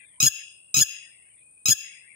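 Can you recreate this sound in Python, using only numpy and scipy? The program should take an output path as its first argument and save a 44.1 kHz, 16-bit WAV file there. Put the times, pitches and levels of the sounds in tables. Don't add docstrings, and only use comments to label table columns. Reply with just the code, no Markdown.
import sys
import numpy as np
from scipy import signal
from scipy.fft import rfft, irfft
from scipy.io import wavfile

SR = 44100
rng = np.random.default_rng(int(sys.argv[2]) if len(sys.argv) > 2 else 0)


def generate_wav(signal):
    frames = np.transpose(np.atleast_2d(signal))
    scaled = np.clip(frames, -1, 1) * 32767
    pcm = np.round(scaled).astype(np.int16)
    wavfile.write(sys.argv[1], SR, pcm)


N = 94815

# f/Hz, relative level/dB
AIR_SPECTRUM = [(25, -29), (60, -7), (120, -1), (250, -10), (600, -12), (1200, -21), (3000, -24.5),
                (6000, -33), (10000, -49), (16000, -67)]
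INSECT_SPECTRUM = [(6800, -45), (7500, -19), (8100, -7.5), (8500, -3), (9000, 2), (9600, -4), (9850, -36),
                   (10500, -49.5)]
# t/s, length/s, centre f/Hz, level/dB
CHATTER_BOUTS = [(-.06, .13, 2288, -49.5), (-.04, 0.095, 3240, -68), (0.043, 0.16, 2104, -64),
                 (0.376, 0.084, 2348, -49.5), (0.88, 0.24, 2198, -54), (1.36, 0.093, 3440, -74),
                 (1.086, .22, 2380, -59), (1.246, .19, 2210, -64.5), (1.79, .25, 2205, -50.5),
                 (1.998, 0.3, 2252, -52.5)]
# t/s, length/s, first f/Hz, last f/Hz, width/Hz, level/dB
FAR_WHISTLES = [(0.032, 0.16, 3690, 3010, 442, -65.5), (0.134, 0.07, 973, 1010, 90.8, -68),
                (0.532, 0.23, 2675, 2768, 240.4, -60.5), (1.29, .06, 3000, 2960, 150, -67),
                (1.362, 0.3, 2480, 2497, 110, -60.5)]
# start t/s, first trill pulse t/s, high voice takeover t/s, end t/s, trill f/Hz, level/dB
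CALLS = [(0.2004, 0.2282, .2645, .2895, 132.8, -1), (0.741, 0.7679, .8125, .8385, 134.1, -1),
         (1.6554, 1.6844, 1.7075, 1.7375, 123.6, -1.5)]
LOW_VOICE = [-15, -4.5, -9.5, -5, 0, -7.5, -15.5, -17, -15, -20.5, -15, -11.5]
TRILL_VOICE = [-34.5, -31, -9, 2, -20, -16.5, -11.5, -26, -11.5]
HIGH_VOICE = [-15.5, -12, -7, -0.5, -15, -11, -11, -35.5, -13]
# f/Hz, relative level/dB
RASP_SPECTRUM = [(500, -30.5), (1900, -26), (2750, -2), (3200, -4), (3600, -13), (4100, -12), (4500, -10.5),
                 (5300, -4), (6100, -4.5), (7000, 0), (8300, -8), (15500, -9.5)]
TAIL_BANDS = [(1310, -30, .27), (1390, -10, .36), (1600, -19.5, 0.28), (1750, -3, .27), (2045, -15, 0.27),
              (2430, -12.5, 0.45), (2688, -1, 0.6), (3050, -8, 0.4), (3320, -5, 0.39), (3650, -14.5, 0.5),
              (4150, -13.5, 0.25), (4370, -31.5, 0.14), (4740, -14.5, .25), (5024, -13.5, 0.39),
              (5700, -12, .27), (6380, -9.5, 0.27), (8146, -15.5, 0.17), (12100, -15.5, .12),
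              (15500, -11, .1)]
# f/Hz, level/dB
RIGHT_SIDE = [(1400, -6.5), (2700, -10.5), (3800, 1.5), (5100, 1.5), (6700, -3.5), (8500, -6.5),
              (10200, -8.5), (13500, -18.5), (15300, -9)]
# f/Hz, relative level/dB
THUMP_SPECTRUM = [(35, -45), (75, -4), (125, 0.5), (270, -2.5), (500, -5.5), (800, -21.5), (1300, -70),
                  (2500, -72)]
# t/s, level before the low-pass/dB, low-pass f/Hz
MIC_KNOCKS = [(0.236, -29, 500), (.7678, -25.5, 1200), (1.685, -33, 900)]
# f/Hz, relative level/dB
KNOCK_SPECTRUM = [(30, -15), (150, 14), (500, 6), (1000, 4), (1500, 0), (3000, -40)]

CHIRPS_PER_S, CHIRP_S, CHIRP_SPREAD_HZ, CHIRP_GLIDE_HZ, CHIRP_WIDTH_HZ = 105, .06, 520, 180, 170
LOW_HZ, LOW_END_HZ, LOW_BEND, TRILL_PULL_HZ = 1271, 1446, 1.45, 66.5
HIGH_HZ, HIGH_TOP_HZ, HIGH_SAG_HZ, PULSE_FALL_HZ = 1670.6, 1702.6, 112.7, 89.2
CLEAN_JITTER, TRILL_JITTER, PULSE_JITTER, JITTER_HZ = .0043, .022, .012, 550
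ATTACK_S, ONSET_DECAY_S, ONSET_SUSTAIN, RELEASE_S = .00272, .0082, .43, .00895
SNAP_S, HANDOVER_S, BODY_S, FLICK_S = .004, .0126, .0043, .02018
PULSE_WIDTH_CYCLES, LOW_IN_TRILL, RASP_BETWEEN, RASP_HELD = .1661, .322, .25, .15
LOW_DB, OCTAVE_DB, PULSE_DB, HIGH_DB, RASP_DB, SNAP_DB = -13, -28.5, -11, -11.5, -17, -16
PULSE_FADE_DB, FLICK_FADE_DB, BODY_START_DB = -4, -4.5, -20
DISPERSION_RAD = .2
ECHO_EARLY, ECHO_BUILD_S, ECHO_HOLD_S, SCATTER_DB, SCATTER_DECAY_S = .23, .18, .19, -12.5, .006


def amp(db):
    return 10 ** (np.asarray(db) / 20)


def unit_rms(x):
    return x / np.sqrt(np.mean(x ** 2) + 1e-20)


def lookup(points, hz, column=1):
    table = np.transpose(points)
    return np.interp(np.log(hz + 1), np.log(table[0]), table[column])


def ramp(u):
    return np.sin(np.pi / 2 * np.clip(u, 0, 1)) ** 2


def add(mix, start, sound):
    at = round(start * SR)
    part = mix[max(at, 0):][:max(len(sound) + min(at, 0), 0)]
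    part += sound[max(-at, 0):][:len(part)]


def colour(x, spectrum, size=4096):
    log_gain = np.log(amp(lookup(spectrum, abs(np.fft.fftfreq(size, 1 / SR)))))
    taps = np.fft.ifft(np.exp(signal.hilbert(log_gain).conj())).real[:size // 2]
    return signal.fftconvolve(x, taps)[:len(x)]


def noise(count, spectrum):
    return unit_rms(colour(rng.standard_normal(count), spectrum))


def wander(count, hz):
    rolloff = np.exp(-(np.fft.rfftfreq(count, 1 / SR) / hz) ** 2)
    return unit_rms(irfft(rfft(rng.standard_normal(count)) * rolloff, count))


def air(db=-70):
    return amp(db) * noise(N, AIR_SPECTRUM)


def insects(db=-54, throb_hz=76, depth=.15):
    throb = 1 + depth * np.cos(2 * np.pi * throb_hz * np.arange(N) / SR)
    return amp(db) * unit_rms(colour(rng.standard_normal(N) * throb, INSECT_SPECTRUM))


def far_note(length, first_hz, last_hz, width_hz, db):
    count = int(length * SR)
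    phase = 2 * np.pi * np.cumsum(np.linspace(first_hz, last_hz, count)) / SR
    band = wander(count, width_hz / 2) * np.cos(phase) + wander(count, width_hz / 2) * np.sin(phase)
    return amp(db) * band * signal.windows.tukey(count, .4)


def far_birds():
    out = np.zeros(N)
    for start, length, hz, db in CHATTER_BOUTS:
        count = max(int(length * CHIRPS_PER_S), 1)
        times = np.linspace(start, start + length - CHIRP_S, count)
        for at, (pitch, glide) in zip(times, rng.uniform(-1.1, 1, (count, 2))):
            first_hz = hz + CHIRP_SPREAD_HZ * pitch
            last_hz = first_hz + CHIRP_GLIDE_HZ * glide
            chirp = far_note(CHIRP_S, first_hz, last_hz, CHIRP_WIDTH_HZ, db - 7 * pitch ** 2)
            add(out, at, chirp / np.sqrt(CHIRPS_PER_S * CHIRP_S / 2))
    for start, *whistle in FAR_WHISTLES:
        add(out, start, far_note(*whistle))
    return out


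def voice(hz, harmonics, body_db=0):
    phase = 2 * np.pi * np.cumsum(hz) / SR
    stack = sum(amp(db + body_db * (k < 2)) * np.cos((k + 1) * phase + DISPERSION_RAD * k * k)
                for k, db in enumerate(harmonics))
    return stack / np.sqrt(np.sum(amp(harmonics) ** 2) / 2)


def call(start, trill, takeover, end, trill_hz, db):
    t = np.arange(start, end, 1 / SR)
    cycle = ((t - trill) * trill_hz + .5) % 1 - .5
    beat = np.exp(-.5 * (cycle / PULSE_WIDTH_CYCLES) ** 2)
    held = ramp((t - takeover) * trill_hz * 2 + 1)
    pulse = beat * ramp((t - trill) * trill_hz * 2 + 2) * (1 - held)
    low_on = 1 - ramp((t - takeover) / HANDOVER_S)
    rough = ramp((t - start) / (trill - start)) * low_on

    climb = np.minimum((t - start) / (takeover - start), 1) ** LOW_BEND
    low_hz = LOW_HZ + (LOW_END_HZ - LOW_HZ) * climb + TRILL_PULL_HZ * rough * (beat - .5)
    low_hz *= 1 + (CLEAN_JITTER + TRILL_JITTER * rough) * wander(len(t), JITTER_HZ)
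    onset = ONSET_SUSTAIN + (1 - ONSET_SUSTAIN) * np.exp(-((t - start) / ONSET_DECAY_S) ** 2)
    duck = 1 - (1 - LOW_IN_TRILL) * (pulse + held)
    low = voice(low_hz, LOW_VOICE) * onset * low_on * duck
    octave = np.cos(2 * np.pi * np.cumsum(2 * low_hz) / SR + DISPERSION_RAD)
    octave *= rough * (1 - beat) * (1 - held)

    flick = np.clip((t - end) / FLICK_S + 1, 0, 1)
    body = ramp((t - end + FLICK_S) / BODY_S + .5)
    high_hz = HIGH_HZ + (HIGH_TOP_HZ - HIGH_HZ) * body
    high_hz -= PULSE_FALL_HZ * cycle * (1 - held) + HIGH_SAG_HZ * flick ** 2
    high_hz *= 1 + (CLEAN_JITTER * body + PULSE_JITTER * (1 - body)) * wander(len(t), JITTER_HZ)
    pulses = voice(high_hz, TRILL_VOICE) * pulse * amp(PULSE_FADE_DB * (t - trill) / (takeover - trill))
    high = voice(high_hz, HIGH_VOICE, BODY_START_DB * (1 - body)) * held * amp(FLICK_FADE_DB * flick)

    snap = amp(SNAP_DB) * np.exp(-(t - start) / SNAP_S)
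    rasp = amp(RASP_DB) * (rough * (RASP_BETWEEN + pulse) + RASP_HELD * held)
    hiss = noise(len(t), RASP_SPECTRUM) * (snap + rasp)
    voices = amp(LOW_DB) * low + amp(OCTAVE_DB) * octave + amp(PULSE_DB) * pulses + amp(HIGH_DB) * high
    gate = ramp((t - start) / ATTACK_S) * ramp((end - t) / RELEASE_S)
    return amp(db) * gate * (voices + hiss)


def lapwing(left_lag_s=.00122, right_echo_db=-2.5):
    calls = np.zeros(N)
    for row in CALLS:
        add(calls, row[0], call(*row))
    left = np.roll(calls, round(left_lag_s * SR)) + echo(calls)
    right = colour(calls + amp(right_echo_db) * echo(calls), RIGHT_SIDE)
    return np.array([left, right])


def echo(x, reflections_per_s=3000):
    t = np.arange(SR) / SR
    taps = rng.standard_normal(SR) * (rng.random(SR) < reflections_per_s / SR)
    build = ECHO_EARLY + (1 - ECHO_EARLY) * ramp(t / ECHO_BUILD_S)
    taps *= build * ramp(t / .0027)
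    hz, times, bands = signal.stft(taps, SR, nperseg=512)
    t60 = lookup(TAIL_BANDS, hz, column=2)[:, None]
    fall = amp(-60 * (np.hypot(times, ECHO_HOLD_S) - ECHO_HOLD_S) / t60)
    fall *= amp(lookup(TAIL_BANDS, hz))[:, None] / np.sqrt(np.mean(fall ** 2, axis=1, keepdims=True))
    tail = signal.istft(bands * fall, SR, nperseg=512)[1][:SR] / np.linalg.norm(taps)
    scatter = taps * np.exp(-t / SCATTER_DECAY_S)
    return signal.fftconvolve(x, tail + amp(SCATTER_DB) * scatter / np.linalg.norm(scatter))[:N]


def thump(stereo, knee=.1, gain_db=8.5):
    excess = np.maximum(abs(stereo) - knee, 0) ** 2
    return amp(gain_db) * np.array([colour(side, THUMP_SPECTRUM, size=1024) for side in excess])


def knocks(decay_s=.0014):
    out, t = np.zeros(N), np.arange(0, .02, 1 / SR)
    for start, db, top_hz in MIC_KNOCKS:
        knock = np.exp(-t / decay_s) * noise(len(t), KNOCK_SPECTRUM)
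        lowpass = signal.butter(6, top_hz, fs=SR, output="sos")
        add(out, start, amp(db) * signal.sosfilt(lowpass, knock))
    return out


def scene():
    left = far_birds() + insects() + air()
    right = amp(-24.5) * far_birds() + amp(-3.5) * insects() + amp(-9.5) * air()
    return lapwing() + np.array([left, right])


def record(dry):
    squashed = np.tanh(dry)
    highpass = signal.butter(4, 7000, "high", fs=SR, output="sos")
    grit = .39 * signal.sosfilt(highpass, squashed ** 2)
    overload = (thump(squashed) + knocks() + grit) * amp([[0], [-10]])
    band_limit = signal.firwin(255, cutoff=15850, window=("kaiser", 9), fs=SR)
    return signal.oaconvolve(squashed - overload, band_limit[None], "same")


dry = scene()
out = record(dry)
generate_wav(out)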